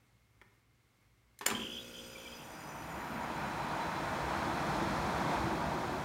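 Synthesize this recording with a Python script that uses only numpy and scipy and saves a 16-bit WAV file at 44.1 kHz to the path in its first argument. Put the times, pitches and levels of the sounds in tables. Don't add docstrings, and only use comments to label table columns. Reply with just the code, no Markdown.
import sys
import numpy as np
from scipy import signal
from scipy.fft import rfft, irfft
from scipy.io import wavfile
from scipy.ndimage import uniform_filter1d

SR = 44100
rng = np.random.default_rng(int(sys.argv[2]) if len(sys.argv) > 2 else 0)


def log_audio(samples):
    frames = np.atleast_2d(samples).T
    limited = np.clip(frames, -1, 1)
    pcm = np.round(limited * 32767).astype(np.int16)
    wavfile.write(sys.argv[1], SR, pcm)


N = 266540
TIME = np.arange(N) / SR
FREQ = np.maximum(np.fft.rfftfreq(N, 1 / SR), 1)
POWER_ON_S, SHAFT_HZ = 1.508, 59.28
RUN_TIME = np.maximum(TIME - POWER_ON_S, 0)


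def undb(db):
    return 10 ** (np.asarray(db) / 20)


def unit(x):
    return x / np.sqrt(np.mean(x ** 2))


def noise():
    return rng.standard_normal(N)


def drift(rate_hz):
    hold = int(SR / rate_hz)
    return 1.2 * uniform_filter1d(np.repeat(noise()[:N // hold + 2], hold), hold)[:N]


def decay(start, t60):
    age = TIME - start
    return (age >= 0) * undb(-60 * np.clip(age / t60, 0, 4))


def bell(offset, length):
    return np.exp(-(2 * offset / length) ** 2)


def colour(x, eq, peaks=(), tilt_db=0):
    hz, db = np.transpose(eq)
    broad_db = np.interp(np.log(FREQ), np.log(hz), db) + tilt_db * np.log2(FREQ / 1000)
    resonances = sum((undb(lift) - 1) / (1 + (2 * (FREQ - f) / width) ** 2) for f, width, lift in peaks)
    gain = unit(undb(broad_db) * (1 + resonances))
    cepstrum = irfft(np.log(gain), N)
    cepstrum[1:N // 2] *= 2
    cepstrum[N // 2 + 1:] = 0
    impulse = irfft(np.exp(rfft(cepstrum)), N)[:SR // 6]
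    return signal.oaconvolve(x, impulse)[:N]


def reverb(x, wet_db, t60=0.59, treble_t60=0.13):
    t = TIME[:SR // 2]
    scatter = rng.standard_normal(len(t))
    low = signal.sosfilt(signal.butter(1, 3000, fs=SR, output="sos"), scatter)
    tail = low * undb(-60 * t / t60) + (scatter - low) * undb(-60 * t / treble_t60)
    tail *= t > .004
    return x + undb(wet_db) * signal.oaconvolve(x, tail / np.linalg.norm(tail))[:N]


def hits(rows, eq, modes, damping=0.22):
    return sum(colour(noise() * decay(start, t60) * undb(db), eq, [*modes, (hz, damping * hz, lift)], tilt)
               for start, db, t60, tilt, hz, lift in rows)


# (frequency [Hz], gain [dB])
ROOM_EQ = [(15, -49), (25, -41), (53, 1), (92, -14), (102, 3.5), (123, -10), (170, -10), (301, -14),
           (591, -21.5), (1260, -21.5), (1740, -23), (2160, -23), (2690, -25.5), (12200, -35.5),
           (16000, -36)]
# (frequency [Hz], level [dB])
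MAINS = [(60, -79), (120, -76.5), (480, -100)]


def room_tone(air_db=-70.5):
    whirr = [(1150, 190, 2.9), (2140, 120, 9.1)]
    air = colour(noise(), ROOM_EQ, whirr) * undb(air_db + drift(8.3))
    hum = sum(undb(db) * np.sin(2 * np.pi * (hz * TIME + rng.random())) for hz, db in MAINS)
    return air + np.sqrt(2) * hum


# (time [s], level [dB], ring t60 [s], tilt [dB/octave], note [Hz], note lift [dB])
KNOCKS = [(.4143, -49.5, 0.027, 1, 1850, 16), (.4192, -47.5, 0.018, 0.5, 1180, 22),
          (.712, -74, 0.036, -1, 1700, 8), (1.4108, -39, 0.041, 2, 950, 12),
          (1.4142, -44, 0.24, 1, 1060, 13), (1.468, -40, 0.12, 0.5, 1770, 3),
          (1.484, -31, 0.067, 1.5, 1390, 8), (1.502, -33, 0.047, 3, 2380, 5),
          (1.5105, -29, 0.065, 0, 1080, 10)]
# (frequency [Hz], gain [dB])
KNOCK_EQ = [(80, -33), (220, 4), (450, -4), (950, -4), (1800, -6), (3000, -8), (7000, -20), (16000, -32)]
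# (frequency [Hz], width [Hz], lift [dB])
CABINET_MODES = [(218, 50, 4), (396, 52, 12), (987, 61, 7), (1380, 73, -2), (1780, 180, 8)]


def cabinet_knocks():
    return hits(KNOCKS, KNOCK_EQ, CABINET_MODES)


# (time [s], level [dB], ring t60 [s], tilt [dB/octave], note [Hz], note lift [dB])
CLICKS = [(1.3897, -42.5, 0.02, 1.5, 3950, 15), (1.4594, -34.5, 0.026, -4, 8000, 8),
          (1.4626, -20, 0.022, 0.5, 5930, 6), (1.4645, -17, 0.015, -1, 13400, 2),
          (1.4818, -37, .02, 3, 13500, 5), (1.5048, -39, 0.013, 1, 1400, 15)]
# (frequency [Hz], gain [dB])
CLICK_EQ = [(88, -27), (150, -14), (979, -13), (2140, 5.5), (2760, -8), (3040, -3.5), (3770, -15.5),
            (5150, -6), (5570, -11), (7040, -2.5), (7620, -7), (9260, 0.5), (11000, -14), (12400, -2),
            (16000, -20)]
# (frequency [Hz], width [Hz], lift [dB])
SWITCH_BOX_MODES = [(1790, 60, 6), (2440, 47, -18), (4460, 45, 15.5), (5200, 19, 15), (6200, 37, 12),
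                    (7210, 150, 12), (8500, 90, -3), (9550, 170, 6)]


def switch_clicks():
    return hits(CLICKS, CLICK_EQ, SWITCH_BOX_MODES)


# (frequency [Hz], gain [dB])
JOLT_EQ = [(24, -42), (40, -11), (75, -15), (108, -3), (165, -10), (232, 3), (251, -2), (271, -6.5),
           (343, -2.5), (501, -30), (900, -20), (1170, -44), (1980, -120)]


def jolt(start=1.503, attack_s=0.024, t60=1.0, db=-40.5):
    attack = np.clip((TIME - start) / attack_s, 0, 1)
    return colour(noise(), JOLT_EQ, CABINET_MODES) * attack * decay(start, t60) * undb(db)


def dryness(midpoint_s=2.43, fade_s=0.22):
    return np.clip(.5 + (midpoint_s - TIME) / fade_s, 0, 1)


# (frequency [Hz], gain [dB])
MOTOR_EQ = [(35, -9), (60, -0.5), (120, -4), (240, 1), (520, -1.5), (720, -11), (2100, -12), (2600, -7.5),
            (3400, -16), (4200, -16), (5300, -15), (10400, -33), (12000, -22.5), (15500, -30)]
# (frequency [Hz], width [Hz], lift [dB])
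SHELL_MODES = [(1422, 130, 4), (2552, 40, 5), (3144, 45, 7), (3382, 30, 8), (3440, 30, 5), (3795, 40, 6)]
# (harmonic [multiple of shaft rate], relative level [dB])
SHAFT_HARMONICS = [(4, -65), (6, -72), (8, -63), (9, -62), (24, -67), (25, -69), (26, -74), (43, -68),
                   (47, -74), (53, -67), (57, -65), (58, -67), (59, -74), (64, -75), (83, -69)]


def compressor(turns, body_db=-54, hum_trim_db=1, oiled_db=-8, surge_db=4, surge_s=0.082, attack_s=0.026):
    size = int(SR / SHAFT_HZ)
    one_turn = unit(irfft(np.exp(2j * np.pi * rng.random(size // 2 + 1)), 8 * size))
    softening = undb(oiled_db * (1 - dryness()))
    clatter = softening * np.interp(turns % 1, np.arange(8 * size) / (8 * size), one_turn)
    strokes = 1 + 0.14 * np.cos(2 * np.pi * turns)
    drive = strokes * (clatter + 0.9 * noise()) / np.hypot(1, 0.9)
    body = undb(body_db) * colour(drive, MOTOR_EQ, SHELL_MODES)
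    hum = 0
    for harmonic, db in SHAFT_HARMONICS:
        flutter = 1 + 0.21 * drift(8.1)
        hum += undb(db + hum_trim_db) * flutter * np.sin(2 * np.pi * (harmonic * turns + rng.random()))
    surge = undb(surge_db * np.exp(-RUN_TIME / surge_s))
    motor = (body + softening * hum) * surge
    attack = np.minimum(RUN_TIME / attack_s, 1)
    return attack * (motor + refrigerant(strokes))


# (frequency [Hz], gain [dB])
GAS_EQ = [(3500, -34), (4700, 4), (7000, -4), (10400, -3), (11500, -4.5), (14500, -2), (15800, -3.5)]
# (frequency [Hz], width [Hz], lift [dB], middle of fade-out [s])
PIPE_MODES = [(4950, 6.3, 24.5, 2.73), (6010, 18, 25.5, 2.95), (6520, 73, 14, 2.2), (6980, 62, 21, 3.54),
              (8300, 48, 18.5, 3.1), (9000, 180, 12, 4.5), (11130, 130, 12, 3.4), (13000, 80, 13, 3.2),
              (14100, 400, 4, 3.5)]


def refrigerant(strokes, hiss_db=-64.5, slope_db_per_s=-0.2, fade_s=0.6, spurt_db=2):
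    hiss = colour(noise() * strokes, GAS_EQ)
    singing = 0
    for hz, width, lift, until in PIPE_MODES:
        ring = signal.lfilter(*signal.iirpeak(hz, hz / width, fs=SR), hiss)
        fade = np.clip(.5 + (until - TIME) / fade_s, .1, 1)
        singing += ring * (undb(lift) - 1) * fade * undb(spurt_db * drift(23.64))
    return (hiss + singing) * undb(hiss_db + slope_db_per_s * RUN_TIME)


# (start [s], hold [s], relative level [dB], starting pitch [Hz])
RUBS = [(1.547, 0.023, -44, 3130), (1.595, 0.076, -41, 2890), (1.661, .066, -45, 2890),
        (1.723, 0.081, -45, 3160), (1.938, 0.062, -48, 3090), (2.178, 0.028, -52, 3100),
        (2.266, 0.012, -48.5, 3070), (2.367, 0.052, -55, 2780)]


def rubbing_spells(light_db=-60.5, light_hz=3120.0, attack_s=0.0039, release_s=0.015, rise_hz_per_s=1600):
    strength = undb(light_db) * dryness() * (TIME > POWER_ON_S)
    pitch = np.full(N, light_hz)
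    for start, hold, db, hz in RUBS:
        age = TIME - start
        grip = np.clip(age / attack_s, 0, 1) * np.exp(-np.maximum(age - hold, 0) / release_s)
        strength = np.maximum(strength, undb(db) * grip)
        climbing_hz = hz + rise_hz_per_s * np.clip(age, 0, hold)
        pitch += grip * (climbing_hz - pitch)
    return strength, pitch


# (frequency [Hz], width [Hz], lift [dB])
RUB_MODES = [(2552, 50, 9), (3146, 22, 10), (3386, 26, 14)]


def shaft_chirps(turns, glide_hz_per_turn=1300, scatter_hz=50, scatter_db=2.5, trim_db=-1):
    strength, centre_hz = rubbing_spells()
    turn, angle = turns.astype(int), turns % 1 - .5
    pitch_scatter, level_scatter = rng.standard_normal((turn.max() + 1, 2))[turn].T
    pitch = centre_hz + glide_hz_per_turn * angle + scatter_hz * pitch_scatter
    cycles = np.cumsum(pitch) / SR
    cycles -= np.interp(turn + .5, turns, cycles)
    gate = np.exp(-.5 * (angle / .14) ** 2)
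    rasp = drift(900)
    chirps = gate * undb(scatter_db * level_scatter) * np.sin(2 * np.pi * cycles + rasp)
    shell_eq = [(1500, -34), (2700, 6.5), (3150, 9.5), (3450, 6), (4200, -11)]
    return unit(colour(chirps, shell_eq, RUB_MODES)) * strength * undb(trim_db)


# (time [s], pitch [Hz], level [dB], length [s], glide [octaves/s])
SQUEAKS = [(1.811, 3800, -54, 0.028, 1), (2.106, 3030, -54, .01, 3), (2.16, 2330, -45, 0.012, -4),
           (2.262, 2360, -47, .015, -2), (2.329, 3160, -47, 0.013, 1)]


def squeaks(wobble=0.0178):
    out = 0
    for time, hz, db, length, glide in SQUEAKS:
        offset = np.clip(TIME - time, -2 * length, 2 * length)
        pitch = hz * 2 ** (glide * offset) * (1 + wobble * drift(300))
        out += undb(db) * bell(offset, length) * np.sin(2 * np.pi * np.cumsum(pitch) / SR)
    return out


# (frequency [Hz], gain [dB])
RUSH_EQ = [(220, -37.5), (380, -9), (400, -13), (460, -10), (638, -2), (926, -0.5), (1040, -3), (1500, -5),
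           (1730, -8.5), (2500, -13), (2900, -21.5), (3000, -17.5), (3900, -42), (6600, -120)]
RUMBLE_EQ = [(18, -43), (30, -24), (59, 1.5), (103, -4.5), (145, 0.5), (257, -1.5), (324, -1), (368, -8),
             (403, -9.5), (480, -9), (620, -38.5), (1060, -120)]
HISS_EQ = [(2500, -34), (2950, -22), (3200, 1.5), (4300, -1), (4900, -5.5), (7000, -7.5), (7700, -12),
           (9200, -12.5), (10300, -21.5), (11000, -15), (12000, -21), (15600, -25)]
# (frequency [Hz], width [Hz], lift [dB])
HOUSING_MODES = [(148.3, 6.4, 6), (194, 9.9, 3), (336.4, 12.3, 6.5), (646, 24, 0.5), (944, 51, 4)]
FIN_WHISTLES = [(4070, 5.4, 11), (5150, 33, 5), (5380, 25, 6.5), (8657, 35, 6), (11100, 80, 7.5)]
# (time [s], length [s], lift [dB])
GUSTS = [(4.332, 0.084, 1), (4.82, 0.11, 1.5), (5.46, 0.057, 3)]
# (time [s], rumble gain [dB], mid gain [dB], treble gain
# [dB])
SWELL = [(3.35, 0, 0.7, 0.5), (4.1, 0.3, 0.5, -1.66), (4.8, 2.9, 2, -0.5), (5.4, 3.5, 2, -1.5),
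         (5.7, 1, 0.5, -4.3), (6.04, -1.5, -0.7, -5)]


def fan(spin_up_s=1.35, rush_db=-36.5, rumble_db=-42, hiss_db=-49.5, crossover_hz=1090):
    speed = np.tanh(RUN_TIME / spin_up_s)
    eddy_db = 0.5 * drift(13)
    gust_db = sum(lift * bell(TIME - time, length) for time, length, lift in GUSTS) + 0.5 * drift(30)
    rush = colour(noise(), RUSH_EQ, HOUSING_MODES) * speed ** 3.87 * undb(rush_db + eddy_db)
    rumble = colour(noise(), RUMBLE_EQ, HOUSING_MODES) * speed ** 3.52 * undb(rumble_db + gust_db)
    hiss = colour(noise(), HISS_EQ, FIN_WHISTLES) * speed ** 8.1 * undb(hiss_db + eddy_db / 2)
    mids = signal.sosfiltfilt(signal.butter(2, crossover_hz, fs=SR, output="sos"), rush)
    treble = rush - mids + hiss
    times, *rides = np.transpose(SWELL)
    return sum(band * undb(np.interp(TIME, times, db)) for band, db in zip((rumble, mids, treble), rides))


# (peak time [s], length [s], frequency [Hz], width [Hz], level [dB])
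NOISE_SWELLS = [(3.302, 0.78, 219, 69, -51), (3.1, .4, 14150, 500, -70), (3.5, 0.93, 9100, 160, -83),
                (3.802, 1.6, 4000, 30, -64), (4.9, 1.3, 10950, 200, -72), (5.84, 1.2, 364, 34.4, -49)]


def drones_and_whistles():
    out = 0
    for time, length, hz, width, db in NOISE_SWELLS:
        bandpass = signal.iirpeak(hz, hz / width, fs=SR)
        band = unit(signal.lfilter(*bandpass, signal.lfilter(*bandpass, noise())))
        out += band * undb(db) * bell(TIME - time, length)
    return out


def scene():
    turns = SHAFT_HZ * TIME + .0015 * drift(6) + .55
    switching = reverb(cabinet_knocks(), wet_db=-8.5) + reverb(switch_clicks(), wet_db=-7.5)
    rubbing = reverb(shaft_chirps(turns) + squeaks(), wet_db=-11)
    mix = room_tone() + switching + jolt() + compressor(turns) + rubbing + fan() + drones_and_whistles()
    return mix[None]


def record(dry, cutoff_hz=15800):
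    return signal.sosfilt(signal.ellip(10, .2, 70, cutoff_hz, fs=SR, output="sos"), dry)


dry = scene()
out = record(dry)
log_audio(out)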